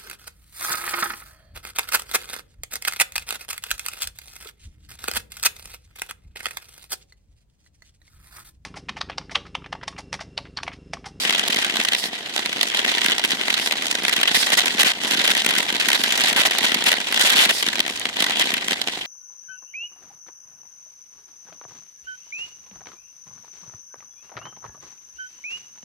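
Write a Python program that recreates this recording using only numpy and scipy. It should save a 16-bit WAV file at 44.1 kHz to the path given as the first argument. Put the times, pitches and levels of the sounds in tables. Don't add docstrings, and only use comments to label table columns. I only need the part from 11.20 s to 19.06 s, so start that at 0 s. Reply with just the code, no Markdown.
import sys
import numpy as np
from scipy import signal
from scipy.io import wavfile
from scipy.ndimage import uniform_filter1d

SR = 44100
rng = np.random.default_rng(int(sys.argv[2]) if len(sys.argv) > 2 else 0)


def wav_record(signal):
    frames = np.transpose(np.atleast_2d(signal))
    bounded = np.clip(frames, -1, 1)
    quanta = np.round(bounded * 32767).astype(np.int16)
    wavfile.write(sys.argv[1], SR, quanta)


N = 346626

# time_s, level_db
ROAD_ROUGHNESS = [(0.0, -32), (0.13, -30), (0.26, -31.5), (0.57, -31), (0.92, -37), (1.09, -37),
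                  (1.75, -30), (2.1, -32.5), (2.69, -34), (3.22, -29), (3.6, -32), (3.76, -36.5),
                  (3.9, -27), (4.16, -31), (5.12, -29), (5.72, -28.5), (5.85, -35.5), (5.98, -27),
                  (6.13, -24), (6.27, -34), (6.45, -36.5), (6.98, -35), (7.2, -29), (7.66, -37.5),
                  (7.86, -37.5)]
# start_s, level_db (relative strength)
CHATTER_HITS = [(0.05, -14.5), (0.093, -9), (0.106, -13), (0.125, -13.5), (0.148, -14.5), (0.158, -24),
                (0.181, -15), (0.194, -12.5), (0.236, -18), (0.279, -10), (0.302, -11), (0.328, -14),
                (0.344, -16), (0.36, -12.5), (0.369, -16), (0.386, -13), (0.446, -12), (0.556, -14),
                (0.568, -13.5), (0.6, -12), (0.649, -12.5), (0.685, -12.5), (0.72, -14), (0.732, -12.5),
                (0.748, -13.5), (0.838, -16), (1.162, -15.5), (1.178, -15.5), (1.191, -15.0), (1.258, -13),
                (1.328, -17), (1.391, -18), (1.41, -11), (1.43, -9), (1.546, -13), (1.571, -16),
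                (1.591, -13.5), (1.648, -14.5), (1.662, -15.5), (1.678, -13), (1.692, -16), (1.749, -14.5),
                (1.782, -17), (1.815, -14), (1.843, -12.5), (1.86, -9.5), (1.883, -14.5), (1.897, -13.5),
                (1.909, -14.5), (1.918, -14.5), (1.981, -14), (1.994, -15), (2.039, -14), (2.048, -12),
                (2.106, -15), (2.117, -15), (2.131, -19), (2.28, -13), (2.301, -13), (2.326, -15.5),
                (2.34, -15), (2.377, -16), (2.397, -15.5), (2.46, -15), (2.473, -15.5), (2.509, -14.0),
                (2.522, -12.5), (2.569, -19.5), (2.621, -15), (2.655, -14.5), (2.667, -15), (2.682, -22),
                (2.712, -12.5), (2.751, -14), (2.85, -13.5), (2.881, -9), (2.893, -12.5), (2.963, -12),
                (2.979, -15), (2.999, -14.5), (3.012, -11), (3.031, -7.5), (3.268, -13), (3.301, -12.5),
                (3.404, -12), (3.415, -13.5), (3.457, -10.5), (3.468, -15), (3.48, -13.5), (3.631, -10),
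                (3.689, -16.5), (3.835, -15.5), (3.847, -16), (3.908, -12), (3.918, -15), (3.979, -19),
                (3.998, -16), (4.076, -10), (4.15, -13), (4.167, -13), (4.177, -14.5), (4.218, -16),
                (4.246, -13), (4.262, -10), (4.289, -13), (4.296, -13), (4.306, -11), (4.336, -14),
                (4.351, -14.5), (4.363, -15), (4.377, -16), (4.383, -10.5), (4.403, -14), (4.427, -17),
                (4.489, -16), (4.501, -14), (4.525, -14.5), (4.541, -24), (4.548, -15.5), (4.624, -20),
                (4.685, -8), (4.701, -10.5), (4.716, -14), (4.73, -9.5), (4.836, -9.5), (4.908, -39),
                (4.922, -10), (4.954, -12), (4.976, -11), (5.007, -13.0), (5.015, -13), (5.037, -10),
                (5.045, -14.0), (5.059, -15), (5.128, -11.5), (5.309, -13.5), (5.358, -21), (5.384, -10),
                (5.391, -17), (5.418, -23), (5.43, -14), (5.492, -15), (5.518, -13), (5.543, -10),
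                (5.716, -10), (5.727, -11.5), (5.768, -14.5), (5.802, -19), (5.924, -12.5), (5.943, -12.5),
                (5.96, -15), (5.994, -13.0), (6.426, -11), (6.464, -13), (6.475, -19), (6.485, -12),
                (6.53, -15), (6.555, -15.5), (6.581, -15.5), (6.592, -12.5), (6.602, -11), (6.663, -15),
                (6.678, -15.5), (6.698, -19), (6.854, -13.5), (6.966, -15.5), (6.989, -21), (7.003, -11),
                (7.022, -11), (7.041, -12), (7.064, -13.0), (7.096, -13.5), (7.107, -13.5), (7.17, -16),
                (7.195, -11), (7.24, -16), (7.304, -18.5), (7.338, -13), (7.482, -16.5), (7.508, -14.5),
                (7.518, -12), (7.53, -12.5), (7.614, -14), (7.672, -18.5), (7.683, -16.5)]
# start_s, level_db (relative strength), length_ms
CHATTER_BURSTS = [(2.925, -14.5, 15), (3.075, -14.5, 19), (3.11, -18.5, 15), (3.146, -13, 28.5),
                  (3.32, -13, 21.7), (3.371, -13, 26.2), (3.592, -12, 28.4), (3.646, -14.5, 19),
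                  (3.667, -13, 20), (3.694, -19, 26), (3.927, -16.5, 22), (4.04, -15, 17.6),
                  (4.103, -13.5, 16.7), (4.596, -16, 18), (4.745, -14, 20.7), (5.07, -15.5, 32),
                  (5.162, -13, 38), (5.192, -13.5, 28), (5.251, -13, 24), (5.438, -14.5, 19),
                  (5.66, -13, 33.7), (6.005, -13, 19.5), (6.053, -13.5, 31), (6.095, -13, 12.3),
                  (6.123, -14.5, 20), (6.157, -13, 30), (6.189, -12, 37), (6.22, -13, 39.6),
                  (6.291, -13.5, 22), (7.21, -14.5, 17)]
# pitch_hz, width_hz, left_db, right_db,
# alike (share of the noise common to both microphones, 0-1)
HOUSING_MODES = [(657, 505, -9, -9, 0.63), (958, 34, -4.5, -8.5, 0), (1154, 254, -12, -16.5, 0.05),
                 (1555, 234, -5, -4, 0.19), (1942, 248, 0.5, -1.5, 0), (2170, 1340, -2.5, -4, 0.37),
                 (3092, 630, 2, -1, 0.59), (3740, 904, -17, -0.5, 0), (4500, 4570, -15, -11.5, 0)]
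# pitch_hz, level_db (relative), t60_s (time to fall 60 dB)
CLAMP_MODES = [(232, -5.5, 0.051), (287, 4.5, 0.015), (428, 10, 0.0088), (713, 6.5, 0.015)]
HARD_THUMPS = [0.292, 0.359, 0.588, 1.847, 1.881, 2.041, 2.129, 2.978, 3.109, 3.168, 3.326, 3.545, 3.636,
               3.658, 3.843, 3.909, 3.93, 3.95, 3.978, 3.996, 4.103, 4.259, 4.278, 4.374, 4.395, 4.522,
               4.673, 4.793, 5.116, 5.155, 5.19, 5.411, 5.439, 5.516, 5.556, 5.669, 6.035, 6.148, 6.182,
               6.259, 6.475, 6.594, 7.001, 7.021, 7.328, 7.515]
# start_s, level_db (before the band-pass)
GRIT_TICKS = [(0.6374, -10), (2.0577, -10), (2.8344, -10), (5.6403, -3), (6.352, -17), (6.3826, -15),
              (6.797, -7.5)]
# centre_s, level_db (before drift)
PEDAL_RUBS = [(0.0, -28.5), (0.82, -28.5), (2.44, -31.5), (3.199, -22), (4.83, -31), (6.37, -25.5)]
# pitch_hz, width_hz, level_db (relative)
RUBBING_MODES = [(3750, 900, -2), (4850, 900, 0), (8000, 6000, -9)]
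# (relative, per Hz)
HISS_COLOUR = [(1000, -19), (2000, -13), (3200, -9), (4700, 0), (6500, -9), (10000, -11), (15000, -24)]

HIT_RISE_S, HIT_FALL_S = 0.0001, 0.005
HIT_LONGER = 0.31
SPURT_S = 0.0016
REBOUND_DB, REBOUNDS_HZ = -0.5, 96.5
CRACK_DB, CRACK_LOW_HZ = -23.5, 4200
PORT_LAG = 8
THUMP_DB, THUMP_PUSH_S = -32, 0.0022
TICK_LOW_HZ, TICK_S = 4500, 0.00071
RUB_S = 0.059
HISS_DB, HISS_FOLLOWS = -50, 0.12
RUMBLE_DB = -56
OVERLOAD = 0.56
BASS_CUT_HZ, CUTOFF_HZ = 158, 16800

SIDE_DB = np.array([[-1.5], [1.5]])


def from_db(db):
    return 10 ** (np.asarray(db) / 20)


def rms_one(x):
    return x / np.sqrt(np.mean(x ** 2) + 1e-20)


def drift(rate_hz):
    r = np.exp(-2 * np.pi * rate_hz / SR)
    noise = rng.standard_normal(N + SR)
    settled = signal.lfilter([1], [1, -2 * r, r * r], noise)[SR:]
    return rms_one(settled)


def resonance(x, hz, width_hz):
    r = np.exp(-np.pi * 1.55 * width_hz / SR)
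    edge = (1 - r * r) / 2
    section = [edge, 0, -edge, 1, -2 * r * np.cos(2 * np.pi * hz / SR), r * r]
    return signal.sosfilt([section, section], x + 1e-18)


def band(x, low_hz, high_hz):
    return signal.sosfilt(signal.butter(2, [low_hz, high_hz], "band", fs=SR, output="sos"), x)


def bounces(per_s):
    gaps, force = rng.standard_normal((2, 1200))
    at = np.cumsum(np.clip(1 + 0.4 * gaps, 0.3, 3)) / per_s
    inside = at < (N - 1) / SR
    return (at[inside] * SR).astype(int), force[inside]


def shaking(road_db, at, force):
    buzz = from_db(road_db + 3.5 + 2.47 * drift(46))

    starts = np.zeros(N)
    starts[at] = from_db(road_db[at] + 4.5 + 2.2 * force)
    fade = np.exp(-1 / (SPURT_S * SR))
    spurts = signal.lfilter([np.e * (1 - fade)], [1, -2 * fade, fade * fade], starts + 1e-18)

    hits = np.zeros(N)
    hit_s, hit_db = np.transpose(CHATTER_HITS)
    falls = HIT_FALL_S * from_db(HIT_LONGER * (hit_db - hit_db.mean()))
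    t = np.arange(SR // 20) / SR
    rise = 1 - np.exp(-t / HIT_RISE_S)
    for start, peak, fall in zip(np.round(hit_s * SR).astype(int), from_db(hit_db), falls):
        hits[start:start + len(t)] += peak * rise * np.exp(-(t / fall) ** 2)
    strength = np.hypot(buzz + spurts, hits)

    pulsing = from_db(REBOUND_DB * drift(REBOUNDS_HZ))
    for start_s, level_db, length_ms in CHATTER_BURSTS:
        start = round(start_s * SR)
        stop = start + round(length_ms * SR / 1000)
        strength[start:stop] = from_db(level_db) * pulsing[start:stop]
    return uniform_filter1d(strength, size=8)


def chatter(strength, per_s, spread_db):
    touches = (rng.random(N) < per_s / SR) * from_db(spread_db * np.minimum(rng.exponential(1, N), 4))
    touches = strength * rms_one(touches)

    rings, power = np.zeros((2, N)), 0
    for hz, width_hz, left_db, right_db, alike in HOUSING_MODES:
        shared, *own = rng.standard_normal((3, N))
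        mix = np.sqrt(alike) * shared + np.sqrt(1 - alike) * np.array(own)
        spot = from_db(2.41 * drift(22.7))
        rings += from_db([[left_db], [right_db]]) * resonance(touches * spot * mix, hz, width_hz)
        power += from_db(left_db + right_db) * np.pi * width_hz / SR

    hardness = np.minimum(strength / strength.mean(), 3.5) ** 1.65 * from_db(2.5 * drift(65))
    crack = band(touches * hardness * rng.standard_normal((2, N)), CRACK_LOW_HZ, 12600)
    out = rings / np.sqrt(power) + from_db(CRACK_DB + SIDE_DB) * crack
    out[0] = np.roll(out[0], PORT_LAG)
    return out


def thumps(road_db, at, force):
    knocks = np.zeros(N)
    knocks[at] = from_db(road_db[at] - road_db.mean() - 49.5 + 7.7 * force)

    chance = rng.standard_normal(N)
    clear = round(0.006 * SR)
    for start_s, level_db, *_ in CHATTER_HITS + CHATTER_BURSTS:
        start = round(start_s * SR)
        knocks[start - clear:start + clear] = 0
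        knocks[start] = from_db(level_db - 26.5 + 8.2 * chance[start])
    knocks = np.minimum(knocks, from_db(-41))

    push = np.hanning(round(THUMP_PUSH_S * SR))
    clear = 4 * len(push)
    for start in np.round((np.ravel(HARD_THUMPS) + THUMP_PUSH_S) * SR).astype(int):
        knocks[start - clear:start + clear] = 0
        knocks[start:start + len(push)] = from_db(THUMP_DB) * push / push.sum()

    tremble = from_db(0.5 * road_db - 60) * rng.standard_normal(N)
    pushes = knocks + tremble
    out = 0
    for hz, level_db, t60_s in CLAMP_MODES:
        r, w = from_db(-60 / (t60_s * SR)), 2 * np.pi * hz / SR
        luck = rng.uniform(0.29, 1.84, N)
        blows = band(pushes * from_db(level_db) * luck, 196, 1480)
        out = out - signal.lfilter([0, np.sin(w)], [1, -2 * r * np.cos(w), r * r], blows)
    return from_db(6.0) * out


def ticks():
    starts = np.zeros(N)
    start_s, level_db = np.transpose(GRIT_TICKS)
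    starts[np.round(start_s * SR).astype(int)] = from_db(level_db)
    puffs = signal.lfilter([1], [1, -np.exp(-1 / (TICK_S * SR))], starts + 1e-18)
    return band(puffs * rng.standard_normal((2, N)), TICK_LOW_HZ, 11000)


def rubbing():
    t = np.arange(N) / SR
    swell = sum(from_db(level_db) * np.exp(-((t - centre_s) / RUB_S) ** 4)
                for centre_s, level_db in PEDAL_RUBS)
    noise = sum(from_db(level_db) * resonance(rng.standard_normal((2, N)), hz, width_hz)
                for hz, width_hz, level_db in RUBBING_MODES)
    return swell * from_db(1.5 * drift(27) + SIDE_DB) * rms_one(noise)


def hiss(hiss_db):
    white = rng.standard_normal((2, 2, N))
    colour_hz, colour_db = np.transpose(HISS_COLOUR)
    edges = 800 * 2 ** np.arange(0, 4.6, 0.5)
    out = 0
    for k, (low, high) in enumerate(zip(edges, edges[1:])):
        level_db = np.interp(np.log(low * high) / 2, np.log(colour_hz), colour_db)
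        out = out + from_db(level_db) * band(white[k % 2], low, high)
    return from_db(hiss_db + 4 * drift(3.9) + SIDE_DB) * rms_one(out)


def rumble():
    shared, *own = band(rng.standard_normal((3, N)), 44, 293)
    return from_db(RUMBLE_DB) * rms_one(1.45 * shared + np.array(own))


def scene():
    road_db = np.interp(np.arange(N) / SR, *np.transpose(ROAD_ROUGHNESS))
    at, force = bounces(per_s=58)
    rattle = chatter(shaking(road_db, at, force), per_s=3800, spread_db=1.9)
    tyre_and_wind = hiss(HISS_DB + HISS_FOLLOWS * (road_db - road_db.mean()))
    return rattle + thumps(road_db, at, force) + ticks() + rubbing() + tyre_and_wind


def record(dry):
    flat = dry / (1 + np.abs(dry / OVERLOAD) ** 6) ** (1 / 6)
    bass_cut = signal.butter(3, BASS_CUT_HZ, "high", fs=SR, output="sos")
    top_cut = signal.cheby2(24, 50, CUTOFF_HZ, fs=SR, output="sos")
    return signal.sosfilt(top_cut, signal.sosfilt(bass_cut, flat) + rumble())


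dry = scene()
out = record(dry)
wav_record(out)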